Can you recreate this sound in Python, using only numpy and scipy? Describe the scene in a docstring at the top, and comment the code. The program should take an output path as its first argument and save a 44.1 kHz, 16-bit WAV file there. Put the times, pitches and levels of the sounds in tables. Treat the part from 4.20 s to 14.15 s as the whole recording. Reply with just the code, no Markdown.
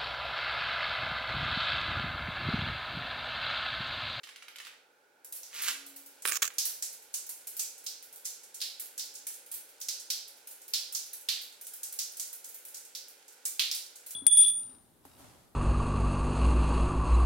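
"""Water drips onto the wet floor of a tiled shower, heard from a stereo microphone in the bathroom.
Each drop slaps, sprays and rings a tiny air pocket: large drops pop lower, small ones mostly spatter,
the finest merge into a fizz, and the tiles ring on. At first wet skin smacks on the tile close by;
then something brushes past and, right at the microphone, a hand rubs and knocks on the camera body.
A faint ventilation hum fills the room throughout."""
import sys
import numpy as np
from scipy import signal
from scipy.fft import rfft, irfft, next_fast_len
from scipy.io import wavfile
from scipy.ndimage import uniform_filter1d, map_coordinates

SR = 44100
rng = np.random.default_rng(int(sys.argv[2]) if len(sys.argv) > 2 else 0)


def pcm_store(signal):
    """Save signal as 16-bit PCM."""
    levels = np.round(np.clip(np.atleast_2d(signal), -1, 1) * 32767)
    wavfile.write(sys.argv[1], SR, levels.astype(np.int16).T)


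N = 438794
TIME = np.arange(N) / SR
ROOM_SAMPLES = 32768


def amp(db):
    """Decibels to gain."""
    return 10 ** (np.asarray(db) / 20)


def unit_rms(x):
    """Scale to rms 1."""
    return x / np.sqrt(np.mean(x ** 2) + 1e-20)


def unit_energy(x):
    """Scale to a mean energy of 1 per channel."""
    return unit_rms(x) / np.sqrt(x.shape[-1])


def at_hz(points, hz):
    """(f/Hz, value) points read on a log frequency axis."""
    f, values = np.transpose(points)
    return np.interp(np.log(hz + 1), np.log(f), values)


def envelope(points):
    """(t/s, level/dB) points as a gain at every sample."""
    return amp(np.interp(TIME, *np.transpose(points)))


def filtered(x, response):
    """Multiply the spectrum of x by response(hz)."""
    n = x.shape[-1]
    padded = next_fast_len(n + ROOM_SAMPLES // 8)
    return irfft(rfft(x, padded) * response(np.fft.rfftfreq(padded, 1 / SR)), padded)[..., :n]


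def coloured(x, spectrum, taps=4096):
    """Shape x with a causal filter that follows (f/Hz, level/dB) points."""
    cepstrum = irfft(np.log(amp(at_hz(spectrum, np.fft.rfftfreq(taps, 1 / SR)))))
    cepstrum[1:taps // 2] *= 2
    cepstrum[taps // 2 + 1:] = 0
    impulse = irfft(np.exp(rfft(cepstrum)))
    shaped = signal.fftconvolve(np.atleast_2d(x), impulse[None], axes=1)
    return shaped[:, :x.shape[-1]].reshape(x.shape)


def grains(shape, spiky):
    """Noise with random sample weights: the spikier, the more it crackles."""
    return rng.standard_normal(shape) * np.exp(spiky * rng.standard_normal(shape))


def add(track, start_s, sound):
    """Mix a sound into the track at start_s."""
    part = track[:, max(0, round(start_s * SR)):][:, :sound.shape[-1]]
    part += sound[..., :part.shape[-1]]


# Likeness of left and right in the room's diffuse sound: f/Hz, correlation
MIC_CORRELATION = [(60, 0.59), (300, 0.71), (700, 0.7), (1500, 0.19), (4000, 0.47), (7500, -0.1),
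                   (15000, -0.19)]
def diffuse(pair):
    """Mix two unrelated signals as the microphone hears sound arriving from all sides."""
    mid, side = filtered(pair, lambda hz: np.sqrt(1 + np.outer([1, -1], at_hz(MIC_CORRELATION, hz))))
    return np.array([mid + side, mid - side])


# Air rush and thin hiss of the room tone: f/Hz, relative level/dB
RUSH_SPECTRUM = [(25, -49), (100, -19.5), (200, -14), (300, -6.5), (450, 1.5), (560, 2), (660, -5.5),
                 (840, 0.5), (1000, -7.5), (1500, -25), (3000, -46)]
HISS_SPECTRUM = [(710, -46), (1200, -16), (1460, 1), (1980, -17), (2260, -10), (2830, -17), (15500, -24)]
# Ventilation rush, lower inside the shower stall: t/s, level/dB
RUSH_LEVEL = [(0, -71.5), (0.9, -70.5), (1.5, -67), (3.7, -68), (9.95, -69)]
# Crests of the hum: t/s, level/dB
HUM_SWELLS = [(1.7, -64), (4.87, -82)]
def ventilation(hum_hz=278, hum_db=-89.5, waver_rad=1.35, swell_s=0.19, hiss_db=-68.5):
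    """Room tone all around the microphone: rushing air, an unsteady hum that swells twice, thin hiss."""
    drift = map_coordinates(rng.standard_normal(N // SR * 8 + 12), [TIME * 8])
    swells = sum(amp(db) * np.exp(-((TIME - s) / swell_s) ** 2) for s, db in HUM_SWELLS)
    hum = np.sqrt(2) * (amp(hum_db) + swells) * np.sin(2 * np.pi * hum_hz * TIME + waver_rad * drift)
    rush, hiss = (unit_rms(coloured(diffuse(rng.standard_normal((2, N))), spectrum))
                  for spectrum in (RUSH_SPECTRUM, HISS_SPECTRUM))
    return envelope(RUSH_LEVEL) * rush + hum + amp(hiss_db) * hiss


# Ring of the tiled bathroom: f/Hz, t60/s
TILE_RING = [(200, 0.96), (1500, 0.52), (4000, 0.52), (8000, 0.43), (15000, 0.34)]
def in_room(sound, tail_db, walls_db, walls_t60=0.04, build_s=0.0019, echoes=100):
    """Carry a sound from one spot to the microphone: direct, off near walls, then as the tiles' ring."""
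    hz, t, bands = signal.stft(rng.standard_normal((2, ROOM_SAMPLES)), SR, nperseg=256)
    tail = signal.istft(bands * amp(-60 * t / at_hz(TILE_RING, hz)[:, None]), SR, nperseg=256)[1]
    tail *= 1 - np.exp(-np.arange(ROOM_SAMPLES) / SR / build_s)
    walls = np.zeros((2, ROOM_SAMPLES))
    for side in walls:
        delay_s = rng.uniform(.0005, .04, echoes)
        side[(delay_s * SR).astype(int)] = rng.standard_normal(echoes) * amp(-60 * delay_s / walls_t60)
    reflections = diffuse(amp(tail_db) * unit_energy(tail) + amp(walls_db) * unit_energy(walls))
    path = unit_energy(reflections) * np.hypot(amp(tail_db), amp(walls_db))
    path[[0, 1], rng.integers(0, 4, 2)] += 1  # direct sound
    return signal.fftconvolve(np.atleast_2d(sound), unit_energy(path), axes=1)


def pop(hz, q):
    """A damped resonance, as of a tiny air pocket, that rings for only a few cycles."""
    f = np.fft.rfftfreq(2048, 1 / SR)
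    resonance = 1j * f * hz / q / (hz * hz - f * f + 1j * f * hz / q)
    return unit_energy(irfft(resonance ** 2))


def spatter(spectrum, t60, spiky, spray_db):
    """A sharp slap followed by a dying, grainy spray."""
    t = np.arange(2048) / SR
    slap = t == 0
    spray = unit_energy(grains(len(t), spiky) * amp(-60 * t / t60))
    return unit_energy(coloured(slap + amp(spray_db) * spray, spectrum))


# Friction colour of the smacks and the brushing stroke: f/Hz, relative level/dB
FRICTION_SPECTRUM = [(60, -65), (200, -23), (400, -24), (900, -18.5), (1130, -7), (2200, -1.5), (4200, -5),
                     (7000, -4), (12000, -6), (16000, -14)]
# Small smacks, as of paws on wet tile: t/s, relative level/dB
WET_SMACKS = [(0.034, -36), (0.038, -33), (0.072, -38), (0.09, -34.5), (0.16, -34.5), (0.224, -35),
              (0.283, -33), (0.359, -32), (0.385, -32.5), (0.402, -31), (0.45, -35.5), (0.462, -37.5),
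              (0.469, -32.5), (1.331, -38), (2.304, -35.5)]
def smacks(pitch_hz=2550):
    """Wet skin peels off the tile close to the microphone: clicks lower and drier than the drips."""
    out = np.zeros((2, N))
    for s, db in WET_SMACKS:
        click = amp(db + 13.5) * pop(pitch_hz * np.exp(0.18 * rng.standard_normal()), q=0.81)
        peel = amp(db + 10.5) * spatter(FRICTION_SPECTRUM, t60=0.015, spiky=1.0, spray_db=32)
        add(out, s, in_room(click + np.roll(peel, SR // 1000), tail_db=3, walls_db=-2.5))
    return out


# Slap and spray on the shower floor: f/Hz, relative level/dB
SPRAY_SPECTRUM = [(200, -40), (1000, -20), (2100, -11), (3200, -11.5), (6000, -5), (12000, -0.5),
                  (16000, -3.5)]
def drop(hz, db, pop_delay_s=0.0003, rebound=0.1, spray_db_per_octave=9.5):
    """One drop slaps the wet floor and its air pocket pops; more room than direct sound arrives."""
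    # Smaller drops throw a finer, higher spray: it thins out below the pop's pitch.
    slap = spatter(SPRAY_SPECTRUM, t60=0.028, spiky=0.88, spray_db=-4.5)
    slap = coloured(slap, [(hz / 2, -4), (hz, 0)])
    # The pop is broad below its pitch and falls steeply into a dip just above it.
    edge_hz = 1.12 * hz
    dip = [(edge_hz, 0), (edge_hz * 2 ** 0.1, -3.5), (edge_hz * np.sqrt(2), -0.5)]
    pocket = coloured(np.roll(pop(hz, q=1.26), int(pop_delay_s * SR)), dip)
    # Small, high drops are mostly spatter.
    slap_gain = amp(-1 + spray_db_per_octave * np.log2(hz / 6600))
    # The water film springs back just after the impact, cutting a shallow notch into the spectrum.
    notch_hz = 1.93 * hz * np.exp(0.1 * rng.standard_normal())
    out = 0
    for part, gain in ((slap, slap_gain), (pocket, 1)):
        notched = filtered(part, lambda f: 1 - rebound * np.exp(-2j * np.pi * f / notch_hz))
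        out = out + gain * in_room(unit_energy(notched), tail_db=15, walls_db=9.5)
    return amp(db + 33.5) * out / np.hypot(slap_gain, 1)


# Larger drops on the shower floor: t/s, pop f/Hz, relative level/dB
FLOOR_DRIPS = [(1.046, 11700, -47.5), (1.124, 10200, -40.5), (1.161, 11500, -45), (1.232, 6400, -47.5),
               (1.42, 11700, -35), (1.762, 12900, -46), (2.383, 5930, -28.5), (2.454, 13000, -30),
               (2.624, 7320, -34), (2.940, 7560, -33), (3.092, 10500, -38.5), (3.271, 11000, -39),
               (3.367, 12200, -39), (3.394, 7400, -31), (3.664, 5620, -37), (3.959, 11400, -49),
               (4.054, 6900, -36), (4.344, 8100, -43.5), (4.403, 4730, -45.5), (4.415, 4760, -34),
               (4.597, 13100, -37.5), (4.778, 7400, -38.5), (4.794, 5300, -38), (4.952, 6680, -45),
               (5.068, 9600, -36), (5.315, 10700, -39), (5.340, 12600, -39.5), (5.613, 6450, -40),
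               (5.685, 5700, -33), (5.902, 5270, -31), (6.272, 11500, -45), (6.480, 11700, -47),
               (6.536, 5000, -29), (6.724, 10300, -39.5), (6.749, 6230, -33), (6.932, 12400, -40),
               (7.087, 4270, -29), (7.214, 13300, -44.5), (7.412, 12000, -45), (7.468, 9450, -43.5),
               (7.535, 11900, -43), (7.632, 8140, -37), (7.725, 11000, -41), (7.789, 6130, -32),
               (7.969, 9100, -43.5), (7.997, 7500, -34.5), (8.129, 12100, -42), (8.243, 8200, -45),
               (8.344, 12900, -44), (8.484, 10100, -50), (8.544, 6900, -43.5), (8.750, 5400, -40.5),
               (9.253, 8400, -31.5), (9.394, 4030, -26.5), (9.513, 5170, -33.5), (9.548, 9000, -36.5),
               (9.863, 11800, -44), (9.907, 9500, -41.5)]
def drips():
    """Each drop lands on a new spot, so it takes its own path to the microphone."""
    out = np.zeros((2, N))
    for s, hz, db in FLOOR_DRIPS:
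        add(out, s, drop(hz, db))
    return out


def droplets(start_s, top_db=-46, range_db=13, pitch_hz=10500, count=75):
    """Many faint, high droplets land between the big drops."""
    out = np.zeros((2, N))
    slots = np.linspace(start_s, TIME[-1], count)
    for s, (faintness, pitch, lateness) in zip(slots, rng.uniform(size=(count, 3))):
        add(out, s + .1 * lateness, drop(pitch_hz * 2 ** (pitch - .5), top_db - range_db * faintness))
    return out


# Finest droplets in the stall: f/Hz, relative level/dB
FIZZ_SPECTRUM = [(200, -26), (800, -10.5), (1200, -4), (2200, 3), (4200, 0), (7000, 1), (12000, -2),
                 (16000, -26.5)]
def fizz(start_s, level_db=-62, fade_s=0.15):
    """The finest droplets merge into a faint, diffuse fizz once the dripping sets in."""
    fade_in = np.clip((TIME - start_s) / fade_s, 0, 1)
    mist = coloured(diffuse(grains((2, N), spiky=0.66)), FIZZ_SPECTRUM)
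    return amp(level_db) * fade_in * unit_rms(mist)


# One stroke brushing past the microphone: t/s, level/dB
SWISH_LEVEL = [(1.30, -63), (1.36, -39.5), (1.42, -37.5), (1.455, -36), (1.485, -28), (1.52, -38.5),
               (1.56, -52)]
def swish():
    """Soft friction swells and fades, mostly direct, with a little ring from the tiles."""
    friction = unit_rms(coloured(grains(N, spiky=0.84), FRICTION_SPECTRUM))
    stroke = envelope(SWISH_LEVEL) * (TIME > SWISH_LEVEL[0][0]) * (TIME < SWISH_LEVEL[-1][0])
    return in_room(friction * stroke, tail_db=-5.5, walls_db=-23)[:, :N]


# Path through the camera case to the microphone: f/Hz, relative level/dB
CASE_SPECTRUM = [(60, -37), (200, -27), (400, -11), (920, -17.5), (1200, 1.5), (1480, -0.5), (1750, 1.5),
                 (2000, -7.5), (2400, 1.5), (3000, -3.5), (4500, -4.5), (6000, -4), (10000, -5.5),
                 (16000, -3)]
CASE_BALANCE = amp([[-3], [2]])  # left, right
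def rub(length_s, start_db, end_db, rasp_hz, judder_db=3.5, judder_hz=300, edge_s=0.0071, crossfeed=0.15):
    """One juddering slide of skin on the case, with its own sharp rasp."""
    t = np.arange(4096) / SR
    pressure = amp(np.interp(t, [0, length_s], [start_db, end_db])) * (t < length_s)
    slips = map_coordinates(rng.standard_normal(int(t[-1] * judder_hz) + 4), [t * judder_hz])
    force = uniform_filter1d(pressure, int(edge_s * SR)) * amp(judder_db * slips)
    grit = rng.standard_normal((2, len(t))) * np.exp(0.46 * rng.standard_normal(len(t)))
    # The case carries a share of each side's rubbing to the other.
    friction = force * unit_rms(grit + crossfeed * grit[::-1])
    rasp = signal.fftconvolve(friction, pop(rasp_hz, q=2.6)[None], axes=1)[:, :len(t)]
    return amp(7) * coloured(friction, CASE_SPECTRUM) * CASE_BALANCE + amp(-1) * rasp


# Slides on the case: start t/s, end t/s, relative start level/dB, relative end level/dB, rasp f/Hz
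CASE_RUBS = [(2.051, 2.103, -36.5, -34, 9700), (2.091, 2.123, -47, -36, 9700),
             (2.121, 2.143, -35, -39, 7000), (2.147, 2.174, -43, -33, 6460),
             (2.22, 2.271, -27.5, -41.5, 6820), (2.275, 2.281, -41, -32, 7000)]
# Knocks on the case: t/s, relative level/dB
CASE_KNOCKS = [(2.0542, -35.5), (2.1214, -44.5), (2.172, -62)]
def handling():
    """A hand slides and knocks right at the microphone, heard through the case with almost no room."""
    out = np.zeros((2, N))
    for start, end, start_db, end_db, rasp_hz in CASE_RUBS:
        add(out, start, rub(end - start, start_db, end_db, rasp_hz))
    for s, db in CASE_KNOCKS:
        thud = (pop(1800, q=0.74) + amp(-14) * pop(485, q=1.6)) * CASE_BALANCE
        tick = amp(-5) * spatter(CASE_SPECTRUM, t60=0.018, spiky=0.59, spray_db=-13)
        add(out, s, amp(db + 31) * (thud + tick))
    return out + amp(-15.5) * in_room(out, tail_db=13, walls_db=17)[:, :N]


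def scene():
    """The dripping shower, the sounds close to the microphone and the room tone."""
    water = drips() + droplets(start_s=1.1) + fizz(start_s=1.1)
    return water + smacks() + swish() + handling() + ventilation()


# Balance of the stereo microphone: f/Hz, left minus right level/dB
MIC_BALANCE = [(150, 1), (700, -2), (1300, -1.5), (2500, -2), (4400, -4), (8000, -2.5), (15000, -1)]
def record(dry, top_hz=15950):
    """The microphone hears a little more on the right, except in the bass, and nothing above top_hz."""
    return filtered(dry, lambda hz: amp(np.outer([.5, -.5], at_hz(MIC_BALANCE, hz))) * (hz < top_hz))


dry = scene()
out = record(dry)
pcm_store(out)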